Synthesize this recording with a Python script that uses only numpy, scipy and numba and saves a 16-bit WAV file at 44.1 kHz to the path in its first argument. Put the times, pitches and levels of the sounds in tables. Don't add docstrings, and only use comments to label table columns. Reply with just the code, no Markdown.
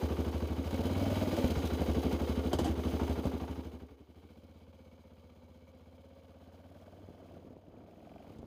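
import sys
import numpy as np
from scipy import signal
from scipy.fft import rfft, irfft
from scipy.io import wavfile
from scipy.ndimage import uniform_filter1d
from numba import njit

SR = 44100
rng = np.random.default_rng(int(sys.argv[2]) if len(sys.argv) > 2 else 0)


def put_to_file(sound):
    columns = np.atleast_2d(sound).T
    safe = np.clip(columns, -1, 1)
    whole_steps = np.round(safe * 32767)
    wavfile.write(sys.argv[1], SR, whole_steps.astype(np.int16))


def boost_factor(decibels):
    exponent = np.asarray(decibels, float) / 20
    return 10 ** exponent


N = 373086
TIME = np.arange(N) / SR

# start_s, firings_per_s
ENGINE_SPEED = [(0, 12.554), (.64, 12.79), (.78, 16.228), (1.02, 19.815), (1.21, 19.72), (1.65, 12.837),
                (2.03, 12.18), (2.67, 12.554), (3.8, 12.414), (3.97, 9.455), (4.08, 12.747), (4.47, 16.323),
                (5.39, 15.697), (6.42, 16.81), (7.05, 18.969), (7.36, 17.622), (8.06, 22.132),
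                (8.46, 25.657)]
START_CYCLE, IDLE_PER_S = -.39, 12.5
# start_s, late_ms
FIRING_SHIFT = [(0, 1), (.75, 0), (1.05, 2), (1.3, 4.5), (1.45, 0), (1.65, -7), (1.82, -2), (1.95, 2),
                (2.5, 2.5), (2.9, 2), (3.45, 4.5), (3.67, 1), (3.88, 3.5), (4.1, -1), (5.9, -1.5),
                (6.17, -3.5), (6.45, -1.5), (7.0, -2)]
# start_s, effort_db
THROTTLE_EFFORT = [(0, 3.5), (.6, -2), (.82, 4.5), (1.2, 8), (1.46, 8.5), (1.6, 5.5), (2.1, 5), (2.7, 0.2),
                   (3.06, 8.5), (3.3, 5.5), (3.98, -6), (4.2, 5), (5.8, 4), (6.9, 8.5), (7.35, 8),
                   (7.6, -1), (7.9, 4), (8.25, 10.5)]
# start_s, load_0_to_1
ENGINE_LOAD = [
    (5.6, 0.2),
    (6.8, 0.37),
    (7.5, 0.41),
    (8.0, 0.41),
    (8.1, 0.53),
    (8.22, 0.47),
    (8.3, 0.1),
]
# start_s, slip_0_to_1
CLUTCH_SLIP = [
    (3.9, 0),
    (4.25, 0.94),
    (5.9, 0.95),
    (6.5, 0),
]
CLUTCH_S, CLUTCH_TAKES_S = 4.15, 0.76

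# idle_db, db_per_throttle_db, clutch_db (once it bites), full_load_db
THUMP_LAW, BARK_LAW = (-35.5, 0.2, -1.5, -13), (-39, 0.6, -2.5, -3.5)
CLATTER_LAW, KNOCK_LAW = (-55.5, 0.7623, -1.44, -0.66), (-41.5, 0.4644, 0, 5)
FADE_FROM_S, FADE_TO_S, FADE_DB = 2.776, 4.043, -22

PIPE_HZ, PIPE_HZ_PER_FIRING, PIPE_TOP_HZ = 76.5, 2.4, 112
# pitch_hz, width_hz, level_db
SILENCER = [
    (201, 14, -0.5),
    (226, 19, 10.5),
    (261.4, 8.5, 23.5),
]
# pitch_hz, width_hz, level_db
INTAKE = [
    (300, 32, 9.5),
    (341, 6.3, 13),
    (445, 126, 9),
]
# start_s, pipe_db, silencer_db
UNEVEN_FIRINGS = [(0.701, -2, -3.5), (.82, -2, 0), (1.17, -1.5, 0), (1.289, -8, 1.5), (1.39, -13, -3.5),
                  (1.46, -6, 0), (1.52, -0.5, -1.5), (1.58, 2, -0.5), (1.7, 2, -7), (1.8, -1, 0.5),
                  (1.94, 5.5, 1.5), (2.72, 1, 2.5), (2.821, -1, -2.5), (2.981, 0, -2), (3.06, 2, 2),
                  (3.14, 4.5, -2), (3.2, -4, 0), (3.272, 0.5, 2), (2.78, -1, -4.5), (3.9, -2, -2),
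                  (4.0, 0, 2), (7.05, 7.5, -12), (7.2, -1, -8), (7.62, 0, 0.5), (7.82, 8, -11),
                  (8.15, -7, 9)]
UNEVEN_S = 0.044

# multiple_of_firing_rate, level_db (under the knock)
MESH_TONES = [
    (15.6, -12),
    (29.0, -21),
    (32.6, -13),
]

# pitch_hz, level_db (per Hz)
RASP_COLOUR = [(410, -46), (700, 4.5), (933, -4.5), (1020, -18.5), (1190, -11), (1770, -15), (2200, -9),
               (2820, -11.5), (3050, -9.5), (3670, -17), (4820, -18.5), (7710, -27.5), (14600, -25),
               (15800, -18)]
# pitch_hz, width_hz, level_db
CASINGS = [(1160, 40, 9.5), (1444, 65, 3), (2220, 26, -0.5), (3040, 52, -1), (3240, 65, -19.5),
           (3774, 42, 6.5), (4035, 110, 4.5), (4730, 100, -1), (4990, 38, 0), (5220, 36, -21),
           (6325, 60, 7.5), (6630, 155, 3), (9160, 60, -30), (10700, 66, -1)]
# start_s, level_db, length_s
RASP_BURSTS = [(0.2, 0.5, 0.063), (0.7, 1, 0.11), (0.92, 0, 0.041), (1.16, 0, .04), (1.45, 1, 0.035),
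               (1.86, 1, 0.043), (2.12, 1.5, 0.045), (2.8, -1, 0.037), (3.0, -1, .05), (3.25, -1.5, 0.18),
               (3.52, 1.5, 0.067), (4.03, 3, 0.1), (6.5, 1, 0.11), (7.6, 0.5, 0.054), (8.42, -6.5, 0.049)]
# start_s, level_db, length_s
HELMET_TURNS = [
    (.1, 5, 0.55),
    (3.38, 9.5, 0.52),
    (6.0, 1, .2),
]
# start_s, level_db, length_s
DRIVE_STRAIN = [
    (4.6, 3, 0.42),
    (6.85, 11, 0.5),
    (8.05, 5, .2),
]

# start_s, peak_db, ring_hz, treble_db (over the peak), decay_s
HARD_BLOWS = [(1.327, -28.5, 328.6, -36, 0.099), (1.384, -23, 330, -31, 0.017),
              (1.438, -21.5, 219, -33, 0.011), (1.566, -29.5, 265, -26, 0.033),
              (2.531, -18, 366, -21.5, 0.012), (2.587, -18.5, 348, -26, 0.019),
              (2.644, -26, 795, -19.5, 0.022), (2.655, -17.5, 320, -38, 0.028),
              (2.792, -35, 338, -39, 0.011), (3.255, -30, 226, -22, 0.0072), (6.814, -38, 630, -44, 0.012),
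              (8.309, -48.5, 245, -42, 0.016), (8.385, -49, 237, -18, 0.0089), (8.43, -52, 362, -42, 0.017)]
# start_s,
# peak_db, ring_hz
PRESSURE_POPS = [(1.388, -23.5, 300), (1.443, -27, 220), (1.452, -24, 300), (0.922, -22.5, 300),
                 (1.573, -23.5, 150), (2.538, -23, 350), (2.547, -23, 300), (2.593, -16.5, 400),
                 (2.601, -29, 500), (2.615, -26, 350), (2.796, -30, 400), (2.632, -35, 200),
                 (2.702, -28, 250), (2.712, -29, 220), (3.255, -18, 300), (7.088, -37, 350),
                 (7.105, -39.5, 300), (7.34, -41, 277), (7.37, -45, 250), (7.449, -39.5, 250),
                 (7.507, -40, 250), (7.568, -39, 350), (7.683, -43, 250), (7.776, -45, 250),
                 (8.305, -37.5, 252), (8.35, -52, 197), (8.391, -37.5, 200), (8.43, -36, 400)]
# start_s, peak_db, ring_hz
ENGINE_TAPS = [(0.402, -38, 514), (0.674, -30.5, 566), (0.709, -31, 536), (0.744, -27, 538),
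               (1.161, -33, 643), (1.329, -29, 563), (1.385, -27, 550), (1.444, -21, 520), (1.819, -27, 544),
               (1.864, -31, 533), (1.948, -30, 501), (2.112, -31, 496), (2.189, -37, 555), (2.274, -33, 493),
               (2.438, -45, 539), (2.794, -33.5, 626)]

BREEZE_FROM_S, BREEZE_FULL_S, BREEZE_DB = 6.34, 7, -62.5
# start_s, level_db, length_s
WIND_GUSTS = [
    (7.1, -1, 0.018),
    (7.21, 2, 0.042),
    (7.36, 5.5, 0.025),
    (7.5, 1, 0.077),
    (7.625, -8, 0.023),
    (7.8, 4, 0.099),
    (8.27, 3, 0.11),
    (8.42, 7, 0.038),
]


def level(x, db):
    return x * boost_factor(db) / np.sqrt(np.mean(x ** 2))


@njit
def svf(x, hz, width):
    y, low_state = np.empty(len(x)), 0.
    band_state = 0.
    for i in range(len(x)):
        g, k = np.tan(np.pi * hz[i] / SR), width / hz[i]
        v = (band_state + g * (x[i] - low_state)) / (1 + g * (g + k))
        band_state = 2 * v - band_state
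        low_state += 2 * g * v
        y[i] = k * v
    return y


def band(x, hz, width):
    return svf(x, hz + np.zeros(len(x)), float(width))


def rings(x, table, shift=1):
    return sum(boost_factor(db) * band(x, hz * shift, width) for hz, width, db in table)


def follow(rows):
    return np.interp(TIME, *np.transpose(rows))


def walk(rate):
    hold = int(SR / rate)
    steps = np.repeat(rng.standard_normal(N // hold + 1), hold)
    return 1.2 * uniform_filter1d(steps, hold)[:N]


def swells(rows):
    return sum(db * np.exp(-((TIME - s) / length) ** 2) for s, db, length in rows)


def bump(phase, centre, width):
    return np.exp((np.cos(2 * np.pi * (phase - centre)) - 1) / (2 * np.pi * width) ** 2)


def kicks(count, scatter_db, lag_s):
    late = np.interp(TIME - lag_s, TIME, count)
    at = np.flatnonzero(np.diff(np.floor(late)) > 0)
    out = np.zeros(N)
    out[at] = boost_factor(scatter_db * rng.standard_normal(200)[:len(at)])
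    return out


def cyclic(count, repeat):
    steps = 1024
    same = np.interp(count % 1 * steps, np.arange(steps + 1), rng.standard_normal(steps + 1))
    share = np.clip(repeat, 0, 1)
    return np.sqrt(share) * same * 0.5 + np.sqrt(1 - share) * rng.standard_normal(N)


def smooth_speed(count):
    return uniform_filter1d(np.gradient(count) * SR, 4000) / IDLE_PER_S


def wind():
    rolling = np.clip((TIME - BREEZE_FROM_S) / (BREEZE_FULL_S - BREEZE_FROM_S), 0, 1)
    gust = rolling * boost_factor(BREEZE_DB + swells(WIND_GUSTS) + 2.6 * walk(60))
    air = rng.standard_normal(N)
    rumble = band(band(air, 210, 240), 282, 220)
    rumble += 0.28 * band(band(air, 360, 150), 480, 220)
    rumble += 0.56 * band(band(air, 45, 40), 45, 60)
    return gust * level(rumble, 3.06)


def taps():
    out, t = np.zeros(N + 1024), np.arange(1024) / SR
    for s, db, hz in ENGINE_TAPS:
        ring = np.sin(2 * np.pi * hz * t) * np.exp(-t / 0.0065)
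        edge = .5 * band(rng.standard_normal(1024), 1800, 1330) * np.exp(-t / 0.0034)
        i = int(s * SR)
        out[i:i + 1024] += boost_factor(db - 1.5) * (ring + edge)
    return out[:N]


def pops():
    out, t = np.zeros(N + 2048), np.arange(2048) / SR
    for s, db, hz in PRESSURE_POPS:
        dip = band(np.exp(-((t - .005) * hz / 0.16) ** 2), hz, 2.4 * hz)
        i = int((s - .005) * SR)
        out[i:i + 2048] -= boost_factor(db) * dip / dip.max()
    return out[:N]


def blows():
    out, t = np.zeros(N + 4096), np.arange(4096) / SR
    for s, db, hz, treble_db, decay_s in HARD_BLOWS:
        noise = rng.standard_normal((2, 4096))
        pulse = -1.8 * band(np.exp(-((t - .004) / .001) ** 2), 330, 600)
        backfire = hz < 265
        pulse -= backfire * 5.5 * band(np.exp(-((t - .004) / 0.0014) ** 2), 72, 28)
        ring = 1.23 * np.cos(2 * np.pi * hz * t) + 0.5 * level(band(noise[0], hz, 88), 0)
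        rattle = 9 * band(noise[1], 674, 117) + 1.3 * band(noise[1], 3030, 440)
        rattle += 0.5 * band(noise[1], 4580, 350) + 0.34 * band(noise[1], 6100, 470)
        rattle += 0.023 * noise[1]
        tail = ring * np.minimum(t / 0.01, 1) + level(rattle, treble_db + 18.5)
        tail = tail * np.exp(-t / max(decay_s, .003))
        i = int(s * SR)
        out[i:i + 4096] += boost_factor(db - 7.5) * (pulse + tail)
    return out[:N]


def valve_noise(gate, load, count):
    puff = 0.99 + 0.12 * bump(count, 0.19, 0.085) + 0.16 * bump(count, -0.015, 0.048)
    puff = puff * (1 - 0.22 * np.sqrt(load))
    hz = np.arange(N // 2 + 1) * SR / N + 1
    steady = np.clip(0.062 + 0.33 * np.log2(hz / 1500), 0, .9)
    rasp, hiss = (rfft(rng.standard_normal(N) * g * boost_factor(2.0 * walk(180) + 0.31 * walk(13)))
                  for g in (gate, puff))
    base = np.array(RASP_COLOUR)
    colour = boost_factor(np.interp(np.log(hz), np.log(base[:, 0]), base[:, 1], left=-60))
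    return irfft((np.sqrt(1 - steady) * rasp + np.sqrt(steady) * hiss) * colour, N)


def casings(raw, speed):
    out = np.zeros(N)
    for hz, width, db in CASINGS:
        uneven = raw * boost_factor(1.5 * walk(2.17))
        drift = .985 + 0.044 * (speed.clip(1, 1.5) - 1) + 0.0052 * walk(1.5)
        out += boost_factor(db) * band(uneven, hz * drift, max(width, 50))
    return out


def clutch_cover(raw, gated):
    cover = band(gated, 2276, 90) + 0.59 * band(gated, 1180, 150)
    return cover + 0.18 * band(raw, 3280, 180) + 0.27 * band(raw, 4100, 120)


def rocker_cover(gated, count):
    slap = kicks(count + 0.31, 0.6, 0)
    cover = boost_factor(swells(HELMET_TURNS)) * level(band(gated, 1037, 130), -4.5)
    cover += level(band(slap, 1980, 260), -9.0)
    return cover + level(band(band(slap, 890, 370), 1300, 700), -17.0)


def primary_drive(gated):
    rasp = band(band(gated, 1510, 280), 1530, 500) + 0.68 * band(band(gated, 1280, 200), 1280, 400)
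    return 1.9 * boost_factor(swells(DRIVE_STRAIN)) * rasp


def tappet(count):
    tick = kicks(count + .35, 1.0, 0) + .3 * kicks(count + .35, 2.0, .003)
    return band(band(tick, 2340, 350), 2560, 700) + 0.5 * band(band(tick, 4600, 300), 2300, 700)


def clatter(count, load):
    since = (count + 0.274) % 1
    speed = smooth_speed(count).clip(1)
    gate = 0.3 * speed ** 3.0 + np.exp(-(since / 0.87) ** 6) + 1.0 * np.exp(-since / 0.099)
    gate = uniform_filter1d(gate / (1.07 * speed ** 2 + 0.59), 90)
    raw = valve_noise(gate, load, count)
    gated = raw * gate
    slip = follow(CLUTCH_SLIP)
    out = raw + casings(raw, speed)
    out += 2.4 * slip * clutch_cover(raw, gated)
    out += np.std(band(out, 5200, 4600)) * (1 - slip) * rocker_cover(gated, count)
    out += np.sqrt(load) * primary_drive(gated)
    shift = 1.14 * band(raw, 3380, 250) - 0.3 * band(out, 2050, 350)
    shift -= 0.5 * band(out, 3850, 300) + 0.39 * band(out, 680, 250)
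    out += np.sqrt(load) * shift
    out -= .6 / speed ** 2 * bump(count, .56, .085) * band(out, 1700, 3200)
    harder = load ** 1.5 * np.clip(TIME - 6.6, .2, 1.2)
    return out / np.std(band(out, 3600, 5200)) + harder * level(tappet(count), 2)


def knock(count, load, clutch):
    turns = uniform_filter1d(count, 3000)
    swell = 1.32 + bump(count, 0.86, 0.14)
    tones = np.zeros(N)
    for multiple, db in MESH_TONES:
        loudness = boost_factor(db - 6 + 8 * clutch + (4 - 2.5 * clutch) * walk(6))
        wobble = (1.2 - .9 * clutch) * walk(30)
        tones += loudness * np.sin(2 * np.pi * multiple * turns + wobble)
    whine = band(tones, 255, 45) * clutch + 1.2 * band(tones, 530, 170) + .35 * (1 - clutch) * tones
    noise = cyclic(count, .15 + .6 * clutch - load) * swell
    mesh_hz = np.clip(32 * np.gradient(turns) * SR, 425, 620)
    mesh_hz += .7 * clutch * (515 - mesh_hz)
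    whirr = band(band(noise, mesh_hz, 110), 440, 570)
    whirr += 0.2 * (1 - load) * band(band(noise, 827, 210), 710, 580)
    hit = band(band(kicks(count, 1.2, .006), 670, 85), 670, 300)
    gears = (.75 + .25 * clutch) * level(whirr, -2.5) + whine * swell
    return (1 - .65 * load) * gears + load ** 2 * level(hit, 8)


def pipe_thump(count, pipe_hz):
    slug = kicks(count, 1.2, -.0032) + .4 * kicks(count, 1.2, .0098)
    thump = band(band(slug, pipe_hz, 9.4), 55, 170)
    return signal.sosfilt(signal.butter(2, 60, "high", fs=SR, output="sos"), thump)


def exhaust(count, pipe_hz, clutch):
    loose = count + .012 * (1 - clutch) * walk(12)
    rev = np.clip(smooth_speed(count) - 1.05, 0, .5) * 2 * (1 - clutch)
    pulse = -kicks(count, 1.5, 0) - .85 * kicks(loose, 1.5, .0131) - .35 * kicks(loose, 2.0, -.005)
    pulse = np.convolve(pulse, np.hanning(130), "same")
    direct = pulse - uniform_filter1d(pulse, 400)
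    direct -= 0.93 * band(direct, 142.7, 71) + 0.65 * band(direct, 630, 360)
    direct -= 1.34 * clutch * band(direct, 470, 450)
    filling = np.clip((count + 0.098) % 1 / 0.39, 0, 1)
    warm = 0.022 * (1 - clutch) * walk(25) + 0.886 + 0.13 * filling
    bark = rings(pulse, SILENCER, warm)
    gas = cyclic(count, .8) * (.18 + bump(count, .12, .18))
    rough = band(rings(gas, SILENCER, warm), 237, 150)
    intake = band(rings(gas, INTAKE), 291, 350)
    low_gas = band(band(gas, 183, 50), 171, 90)
    rev_gas = band(band(gas, 660, 110), 630, 210)
    tail_pipe = band(band(gas, 280.8, 51), 290, 86)
    out = (1 - .45 * rev) * level(direct, -3) + (1 - .45 * clutch) * level(bark, -7.5)
    out += (1 - 0.28 * clutch + 0.4 * rev) * level(rough, -7.5)
    out += level(low_gas, -24) + rev * level(rev_gas, -28)
    out += (1 - clutch) * (1 - .2 * rev) * level(tail_pipe, -13)
    out += np.clip(1 - 1.2 * clutch, 0, 1) * level(intake, -4.5)
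    return level(pipe_thump(count, pipe_hz), 0), out


def scene():
    speed = follow(ENGINE_SPEED)
    late_s = follow(FIRING_SHIFT) / 1000
    count = np.interp(TIME - late_s, TIME, START_CYCLE + np.cumsum(speed) / SR)
    throttle = follow(THROTTLE_EFFORT)
    load = np.clip(follow(ENGINE_LOAD), 0, 1)
    clutch = np.clip((TIME - CLUTCH_S) / CLUTCH_TAKES_S, 0, 1)

    def gain(law):
        return boost_factor(law[0] + law[1] * throttle + law[2] * clutch + law[3] * load)

    pipe_hz = np.minimum(PIPE_HZ + PIPE_HZ_PER_FIRING * (speed - IDLE_PER_S), PIPE_TOP_HZ)
    thump, bark = exhaust(count, pipe_hz, clutch)
    thump = thump * boost_factor(swells([(s, db, UNEVEN_S) for s, db, _ in UNEVEN_FIRINGS]))
    bark = bark * boost_factor(swells([(s, db, UNEVEN_S) for s, _, db in UNEVEN_FIRINGS]))
    bike = gain(THUMP_LAW) * thump + gain(BARK_LAW) * bark
    bike += gain(KNOCK_LAW) * knock(count, load, clutch)
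    bike += gain(CLATTER_LAW) * boost_factor(swells(RASP_BURSTS)) * clatter(count, load)
    fader = np.interp(TIME, [FADE_FROM_S, FADE_TO_S], [1, boost_factor(FADE_DB)])
    return (bike * fader + wind() + blows() + pops() + taps())[None]


def roll_off(x):
    return signal.sosfilt(signal.butter(12, 15940, fs=SR, output="sos"), x)


def record(dry):
    x = signal.sosfilt(signal.butter(2, 40, "high", fs=SR, output="sos"), dry)
    x = signal.sosfilt(signal.ellip(10, .2, 80, 15350, fs=SR, output="sos"), x)
    return roll_off(x)


dry = scene()
out = record(dry)
put_to_file(out)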